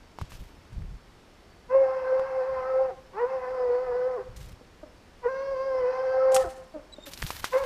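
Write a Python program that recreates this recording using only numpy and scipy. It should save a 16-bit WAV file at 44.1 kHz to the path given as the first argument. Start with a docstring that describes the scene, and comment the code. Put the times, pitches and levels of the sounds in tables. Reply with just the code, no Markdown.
"""Dry scrub: a hound bays four times from some way off; trunks and bushes return a thin dying wash.
The voice is a strong sine fundamental plus wavering overtones, half-pitch lines and noise breath.
Close by, someone pushes through grass: random ticks rustle, decaying rings and hiss snap as twigs,
and low coloured noise buffets the microphone as wind. Insects (narrow noise bands) and a small bird
(two short tones) sound faintly over the outdoor hush of broadband noise."""
import sys
import numpy as np
from scipy import signal
from scipy.fft import rfft, irfft, next_fast_len
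from scipy.io import wavfile
from scipy.ndimage import uniform_filter1d

SR = 44100
rng = np.random.default_rng(int(sys.argv[2]) if len(sys.argv) > 2 else 0)


def nominal_scale(level):
    """Amplitude ratio for a level in decibels (scalar or array-like)."""
    x = np.asarray(level, float) / 20
    return 10 ** x


def wav_out(sig):
    """Save sig, one row per channel (or a flat mono array), as 16-bit PCM at SR to the path in sys.argv[1]."""
    wavfile.write(sys.argv[1], SR, np.round(np.clip(np.atleast_2d(sig).T, -1, 1) * 32767).astype(np.int16))


N = 337605


def rms_one(x):
    """Scales a signal to rms 1."""
    return x / np.sqrt(np.mean(np.abs(x) ** 2) + 1e-20)


def in_time(spans):
    """Table columns over time, after a gate that is open inside the spans with 8 ms ramps."""
    s, *columns = np.transpose(np.concatenate(spans))
    t = np.arange(N) / SR
    gate = 0
    for rows in spans:
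        inside_s = np.minimum(t - rows[0][0], rows[-1][0] - t)
        gate = gate + np.clip(1 + inside_s / 0.008, 0, 1)
    return [np.minimum(gate, 1)] + [np.interp(t, s, column) for column in columns]


def at_hz(points, hz):
    """Interpolates (Hz, dB) points over log frequency."""
    points = np.array(points)
    return np.interp(np.log(hz), np.log(points[:, 0]), points[:, 1])


def drift(corner_hz):
    """Slow random curve of rms 1: noise at every 20th sample through a double one-pole low-pass."""
    r = np.exp(-40 * np.pi * corner_hz / SR)
    noise = rng.standard_normal(N // 20 + 2002)
    slow = signal.lfilter([1], [1, -2 * r, r * r], noise)[2000:]
    return np.interp(np.arange(N) / 20, np.arange(len(slow)), rms_one(slow))


def coloured(x, spectrum):
    """Shapes noise by a spectrum of (Hz, dB) points; rms 1."""
    size = next_fast_len(N)
    hz = np.arange(1, size // 2 + 2) * SR / size
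    shaped = rfft(x, size) * nominal_scale(at_hz(spectrum, hz))
    return rms_one(irfft(shaped, size)[:N])


def resonance(x, hz, width_hz):
    """Two-pole band-pass with gain 1 on top."""
    r = np.exp(-np.pi * width_hz / SR)
    poles = [1, -2 * r * np.cos(2 * np.pi * hz / SR), r * r]
    return signal.lfilter([(1 - r * r) / 2, 0, (r * r - 1) / 2], poles, x)


def filtered(x, order, hz, kind):
    """Butterworth filter."""
    return signal.sosfilt(signal.butter(order, hz, kind, fs=SR, output="sos"), x)


def band(x, low_hz, high_hz):
    """Butterworth band-pass; rms 1."""
    return rms_one(filtered(x, 2, [low_hz, high_hz], "band"))


# Spectrum of the open air. Each row: frequency in Hz, relative density in dB.
HUSH_SPECTRUM = [(13, -31), (22, -2.5), (127, -15.5), (163, -10.5), (198, -11), (403, -11.5), (698, -16.5),
                 (846, -16.5), (2400, -24), (5320, -30.5), (15500, -47.5)]
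HUSH_RMS_DB = -55.5


def hush():
    """Steady outdoor background: broadband noise with a falling treble."""
    return nominal_scale(HUSH_RMS_DB) * coloured(rng.standard_normal(N), HUSH_SPECTRUM)


# Gusts on the microphone. Each row: middle in seconds, peak level in dB, half length in seconds.
GUSTS = [(0.226, -34, 0.021), (0.366, -41, 0.076), (0.84, -35, 0.11), (2.555, -54, 0.064),
         (4.403, -44, 0.15), (5.535, -52.5, 0.044), (5.821, -52.5, 0.065), (6.453, -49, 0.042),
         (7.236, -31, 0.017), (7.317, -52.5, 0.14), (7.646, -53, .05)]
CALM_DB, RUMBLE_PEAK_HZ = -58.5, 44.5


def wind(lumpy_db=2.5):
    """Lumpy rumble from air over the microphone port, swelling in gusts."""
    t = np.arange(N) / SR
    level = nominal_scale(CALM_DB)
    for middle_s, db, half_s in GUSTS:
        level = level + nominal_scale(db) * np.exp(-((t - middle_s) / half_s) ** 4)
    spectrum = [(10, -15), (25, -2), (RUMBLE_PEAK_HZ, 0), (90, -6), (170, -14), (280, -32), (400, -42),
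                (2000, -70)]
    rumble = coloured(rng.standard_normal(N), spectrum)
    return level * rms_one(rumble * nominal_scale(lumpy_db * drift(23)))


# Insect bands. Each row: centre in Hz, width of each of two filter passes in Hz, mean level in dB.
INSECTS = [(4550, 60, -78), (5310, 40, -79)]


def insects():
    """Thin steady bands of noise, twice through a narrow resonance, drifting a little in level."""
    out = np.zeros(N)
    for hz, width_hz, db in INSECTS:
        once = resonance(rng.standard_normal(N), hz, width_hz)
        out += nominal_scale(db + 1.5 * drift(3)) * rms_one(resonance(once, hz, width_hz))
    return out


# Bird notes. Each row: start in seconds, length in seconds, pitch in Hz, level in dB before flutter.
CHIRPS = [(6.92, 0.029, 3930, -55), (6.958, 0.16, 3670, -62.5)]


def bird():
    """Two short notes, each a sine and its octave, fluttering in level."""
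    out, t = np.zeros(N), np.arange(N) / SR
    for s, length_s, hz, db in CHIRPS:
        shape = np.sin(np.pi * np.clip((t - s) / length_s, 0, 1)) ** 0.5 * nominal_scale(7.5 * drift(64))
        tone = np.sin(2 * np.pi * hz * t) + 0.26 * np.sin(4 * np.pi * hz * t)
        out += nominal_scale(db) * shape * tone
    return out


# Tick bands of stems, blades and tips. Each row: low edge in Hz, high edge in Hz.
GRASS_BANDS = [(600, 5150), (5500, 9760), (10500, 15000)]
# Grass brushing past. Each row: start in seconds, time from start to decay in seconds, T60 in seconds,
# blades in dB, tips in dB re blades, stems in dB re blades; levels before flicker.
BRUSHES = [(0.187, 0.042, 0.72, -75, -10, 16), (0.291, 0.027, 0.83, -67, 1.5, 10),
           (0.719, 0.026, 0.2, -76, -8, 10), (4.357, .17, 0.11, -68.5, -1, 8),
           (6.314, 0.069, .6, -48, -11, 2.5), (6.342, 0.002, 0.12, -25.5, -22, -12),
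           (7.054, 0.16, .5, -61.5, 7, 11), (7.213, 0.13, 1.2, -56, 6, 10.5),
           (7.42, .22, 0.49, -64.5, -1, 14.5)]
BRUSH_ATTACK_S = 0.0073


def rustle(ticks_per_s=4000, spread_db=2.0, flicker_db=3.2):
    """Dense tiny ticks of dry grass: thick stems tick low, blades higher, their thin tips highest."""
    t, powers, out = np.arange(N) / SR, 0, 0
    for s, hold_s, t60_s, blades_db, tips_db, stems_db in BRUSHES:
        decay = nominal_scale(-60 * np.maximum(t - s - hold_s, 0) / t60_s)
        shape = np.clip((t - s) / BRUSH_ATTACK_S, 0, 1) * decay
        part_db = blades_db + np.array([[stems_db], [0], [tips_db]])
        powers = powers + (shape * nominal_scale(part_db)) ** 2
    for (low_hz, high_hz), level in zip(GRASS_BANDS, np.sqrt(powers)):
        sizes = nominal_scale(spread_db * np.minimum(rng.exponential(1, N), 5)) * rng.choice([-1, 1], N)
        ticks = sizes * (rng.random(N) < ticks_per_s / SR)
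        out = out + level * band(ticks, low_hz, high_hz)
    return nominal_scale(flicker_db * drift(35)) * out


# Twigs. Each row: start in seconds, level in dB, ring in Hz, hiss in dB re level,
# hiss T60 in seconds (5 ms at least).
SNAPS = [(0.1869, -26, 940, -21, 0.03), (0.214, -26, 1120, -20, 0.039), (0.3194, -36, 1110, -14, 0.2),
         (0.8209, -44, 1900, -17, 0.027), (2.1959, -24, 1176, -32, 0.055), (4.365, -43, 4782, -5.5, 0.1),
         (6.346, -7.5, 8200, -40, 0.025), (6.3638, -15.5, 1300, -8.5, 0.036),
         (7.1353, -24, 4070, -14.5, 0.055), (7.1417, -35, 3560, -13, 0.038),
         (7.1757, -26, 4150, -20, 0.052), (7.2216, -24.5, 1996, -1, 0.0067), (7.226, -17, 1820, -16, 0.013),
         (7.2655, -22.5, 3870, -20, 0.2), (7.3047, -19, 1030, -11.5, 0.034),
         (7.443, -14.5, 1310, -15.5, 0.11), (7.5333, -27.5, 1990, -53, 0.0583)]


def snaps(ring_cycles=6.8):
    """A crack rings a few cycles, falling 60 dB, while the shaken stems hiss out."""
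    out, t = np.zeros(N + SR), np.arange(SR // 5) / SR
    for s, db, hz, hiss_db, t60_s in SNAPS:
        crack = -np.sin(2 * np.pi * hz * t + 0.2) * nominal_scale(-60 * t * hz / ring_cycles)
        noise = resonance(rng.standard_normal(len(t)), min(1.26 * hz, 9000), 3600)
        hiss = rms_one(noise) * nominal_scale(hiss_db - 60 * t / max(t60_s, 0.005))
        out[round(s * SR):][:len(t)] += nominal_scale(db) * (1.43 * crack + hiss)
    return out[:N]


SCRUB_T60_S, SCRUB_LENGTH_S, SCRUB_DB = 0.9, 0.9, -15
LEAF_CUT_HZ, TRUNK_CUT_HZ = 6000, 900  # thin trunks scatter low notes less


def scrub(x, treeline_s=0.13, treeline_db=3.0, sway_db=3.0):
    """Scatters a thin wash, weak in the lows and softened above 6 kHz; a tree line answers stronger."""
    t = np.arange(int(SCRUB_LENGTH_S * SR)) / SR
    shape_db = -60 * t / SCRUB_T60_S + treeline_db * np.exp(-((t - treeline_s) / 0.02) ** 2)
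    tail = rng.standard_normal(len(t)) * nominal_scale(shape_db) * np.clip(t / 0.025, 0, 1)
    tail = filtered(tail, 1, LEAF_CUT_HZ, "low")
    tail = filtered(tail, 1, TRUNK_CUT_HZ, "high")
    wash = signal.fftconvolve(x, tail / np.sqrt(np.sum(tail ** 2)))[:N]
    # swaying leaves make it flicker
    return nominal_scale(SCRUB_DB + sway_db * drift(13)) * wash


# Short grunts that close or follow a howl. Each row: start in seconds, level in dB before a 0.5 dB lift,
# starting pitch in Hz, half length in seconds.
GRUNTS = [(2.9, -49.5, 410, 0.035), (4.608, -55, 249, 0.012), (4.829, -46, 315, 0.013),
          (4.85, -63, 271, 0.041), (6.438, -42.5, 369, 0.035), (6.738, -44, 327.3, 0.04),
          (6.76, -47, 279, 0.0094), (6.982, -46.5, 298, 0.0087), (7.067, -50.5, 291, 0.02)]
# Level in dB of each harmonic, from the first.
GRUNT_HARMONICS_DB = [4, 8.5, -8, -11.5, -17.5]


def grunts():
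    """A few low cycles that sag in pitch."""
    out = np.zeros(N)
    for s, db, hz, half_s in GRUNTS:
        t = np.arange(int(2 * half_s * SR)) / SR
        shape = np.sin(np.pi * np.sqrt(t / (2 * half_s))) ** 2
        phase = 2 * np.pi * hz * (t - 1.29 * t ** 2)
        stack = 0
        for order, order_db in enumerate(GRUNT_HARMONICS_DB, 1):
            stack = stack + nominal_scale(order_db) * np.sin(order * phase)
        out[round(s * SR):][:len(t)] += nominal_scale(db + 0.5) * shape * stack
    return out


# Bright openings of the howls. Each row: yelp in seconds, held overtones in dB, their drift in dB/s,
# lift of the high throat ring in dB.
YELPS = [(1.741, -39, -3.5, 2.5), (3.211, -40.5, -3.5, 3), (5.245, -38.5, -.5, 6.5), (7.545, -34.5, 18, 1)]
YELP_DB, YELP_S, YELP_DULLS_RING_DB = 5.5, 0.037, 13.5


def yelps():
    """Overtone level and throat-ring lift in dB: held through each howl, changed briefly by its yelp."""
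    s, over_db, db_per_s, ring_db = np.transpose(YELPS)
    t = np.arange(N) / SR
    starts_s = [rows[0][0] - 0.02 for rows in HOWLS]
    howl = np.clip(np.searchsorted(starts_s, t) - 1, 0, None)
    since_s = t - s[howl]
    yelp = np.exp(-(since_s / YELP_S) ** 2)
    level_db = over_db[howl] + db_per_s[howl] * since_s + YELP_DB * yelp
    return level_db, ring_db[howl] - YELP_DULLS_RING_DB * yelp ** 0.26


# Relative overtone levels from the throat. Each row: frequency in Hz, level in dB.
THROAT = [(530, -16.5), (900, -1), (1080, -5), (1290, -9), (1640, -14), (1910, -15.5), (2200, -23),
          (2410, -26.5), (2680, -28), (3510, -51), (4300, -38), (4900, -34.5), (5700, -40), (6500, -50.5),
          (8500, -70.5), (11000, -83.5), (18700, -120)]
RING_ABOVE_HZ, HALF_SLOPE_DB_PER_OCTAVE = 3000, -6


def throat_lines(hz, phase, rough, ring_db, fade_db=3.0, blur_hz=25, blur_order=6.5, half_blur=0.5):
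    """Overtones, and lines half-way from every second cycle differing; each sum has rms 1."""
    overtones, halves = 0, 0
    for k in range(3, 27):
        order = k / 2
        # paths through the scrub make each line fade on its own
        line_db = at_hz(THROAT, order * hz) + fade_db * rough ** 0.083 * drift(10.4)
        line_db = line_db + ring_db * (order * hz > RING_ABOVE_HZ)
        angle = order * phase + rng.uniform(0, 2 * np.pi)
        # uneven cycles blur high and half-way lines most
        share = 1 - (1 - rough) ** (order / blur_order + half_blur * (k % 2))
        in_phase = np.sqrt(1 - share) + np.sqrt(share / 2) * drift(blur_hz * order)
        quadrature = np.sqrt(share / 2) * drift(blur_hz * order)
        line = nominal_scale(line_db) * (in_phase * np.sin(angle) + quadrature * np.cos(angle))
        if k % 2:
            halves = halves + line * nominal_scale(HALF_SLOPE_DB_PER_OCTAVE * np.log2(order))
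        else:
            overtones = overtones + line
    return rms_one(overtones), rms_one(halves)


# The four howls, a list of rows each. Each row: time in seconds, pitch in Hz before waver,
# fundamental rms in dB before flutter.
HOWLS = [
    [(1.688, 491, -56.5), (1.71, 508.3, -30), (1.76, 538, -16), (1.9, 523.3, -28), (2.02, 517.5, -33.5),
     (2.14, 521.4, -21.5), (2.275, 531.2, -33), (2.43, 515, -26.5), (2.505, 534.4, -30),
     (2.58, 513.7, -32.5), (2.81, 524.4, -22.5), (2.875, 526.7, -31.5), (2.905, 484, -37.5)],
    [(3.138, 362, -50), (3.165, 396, -40.5), (3.205, 477, -29), (3.24, 487.3, -20.5), (3.28, 523.6, -37.5),
     (3.35, 524.4, -26), (3.41, 502.4, -39.5), (3.55, 515, -28.5), (3.72, 484.3, -23), (3.83, 515.7, -31),
     (3.92, 485.7, -27.5), (4.09, 516.7, -25.5), (4.16, 491.5, -34), (4.185, 403, -33.5), (4.225, 389, -46)],
    [(5.222, 502, -60), (5.262, 481.4, -17), (5.275, 478, -25), (5.29, 525, -33), (5.47, 546, -33),
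     (5.53, 539, -27), (5.56, 515, -31.5), (5.66, 540, -29.5), (5.85, 495.4, -25), (5.9, 517, -26),
     (6.09, 522.6, -28.5), (6.28, 525.7, -19), (6.405, 522, -22.5), (6.43, 511, -35), (6.462, 345, -42)],
    [(7.52, 502, -54), (7.54, 517.5, -23.5), (7.565, 520.4, -17.5), (7.59, 559, -34), (7.635, 526, -27.5),
     (7.655, 497, -49)],
]
# Hoarseness. Each row: time in seconds, roughness from 0 to 1.
ROUGH = [(1.7, .28), (2.0, .75), (2.5, .8), (2.62, .45), (2.9, .6), (3.2, .42), (3.33, .7), (3.6, .5),
         (4.2, .45), (5.22, .35), (5.32, .05), (5.74, .08), (5.8, .65), (6.1, .3), (6.4, .5), (7.5, .6)]
# Half-pitch lines. Each row: time in seconds, level in dB before fading with a faint fundamental.
HALVES = [(1.72, -56), (1.85, -38.5), (1.93, -48.5), (2.53, -42), (2.63, -36), (2.9, -45), (3.18, -44.5),
          (3.22, -50.5), (3.42, -42.5), (4.2, -41.5), (5.25, -50), (5.44, -76.5), (5.62, -55),
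          (6.37, -33.5), (6.46, -34), (7.54, -63), (7.655, -73)]
SAG_DULLS_DB_PER_HZ = 0.4  # a collapsing pitch loses its overtones
FAINT_DB = -36.5  # below this fundamental level the other lines fade with it


def howls(waver=0.004934, flutter_db=1.0, breath_db=-5, skirt_db=-24):
    """A strong wavering fundamental with overtones, half-pitch lines and hoarse breath."""
    gate, hz, level_db = in_time(HOWLS)
    rough = in_time([ROUGH])[1]
    over_db, ring_db = yelps()
    faint_db = np.minimum(level_db - FAINT_DB, 0)
    fall_hz = np.minimum(np.gradient(hz) * SR * 0.01, 0)  # in 10 ms
    sag_db = uniform_filter1d(SAG_DULLS_DB_PER_HZ * fall_hz, size=900)
    over_db = over_db + faint_db + sag_db
    half_db = in_time([HALVES])[1] + faint_db
    phase = 2 * np.pi * np.cumsum(hz * (1 + waver * drift(24.0))) / SR
    overtones, halves = throat_lines(hz, phase, rough, ring_db)
    lines = nominal_scale(over_db) * overtones + nominal_scale(half_db) * halves
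    uneven = 1 + nominal_scale(skirt_db) * band(rng.standard_normal(N), 14, 170)
    fundamental = nominal_scale(level_db + flutter_db * drift(42)) * np.sqrt(2) * np.sin(phase) * uneven
    # the hoarser the voice, the more air rushes through the throat
    air = coloured(rng.standard_normal(N), [(550, -25.5)] + list(THROAT[1:]))
    breath = np.sqrt(rough) * nominal_scale(over_db + breath_db) * air
    return filtered(gate * (fundamental + lines + breath), 4, 330, "high")


def scene():
    """The open air, the near brush and the far hound with its echo."""
    hound = howls() + grunts()
    air = hush() + wind() + insects() + bird()
    brush = rustle() + snaps()
    return (air + brush + scrub(hound) + hound)[None]


def low_pass(x):
    """Removes everything above the highest recorded frequency."""
    return signal.sosfilt(signal.butter(12, 16020, fs=SR, output="sos"), x)


def record(dry):
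    """A steep low-pass cuts the top from 15.9 kHz."""
    mix = signal.sosfilt(signal.cheby2(10, 50, 15900, fs=SR, output="sos"), dry)
    return low_pass(mix)


dry = scene()
out = record(dry)
wav_out(out)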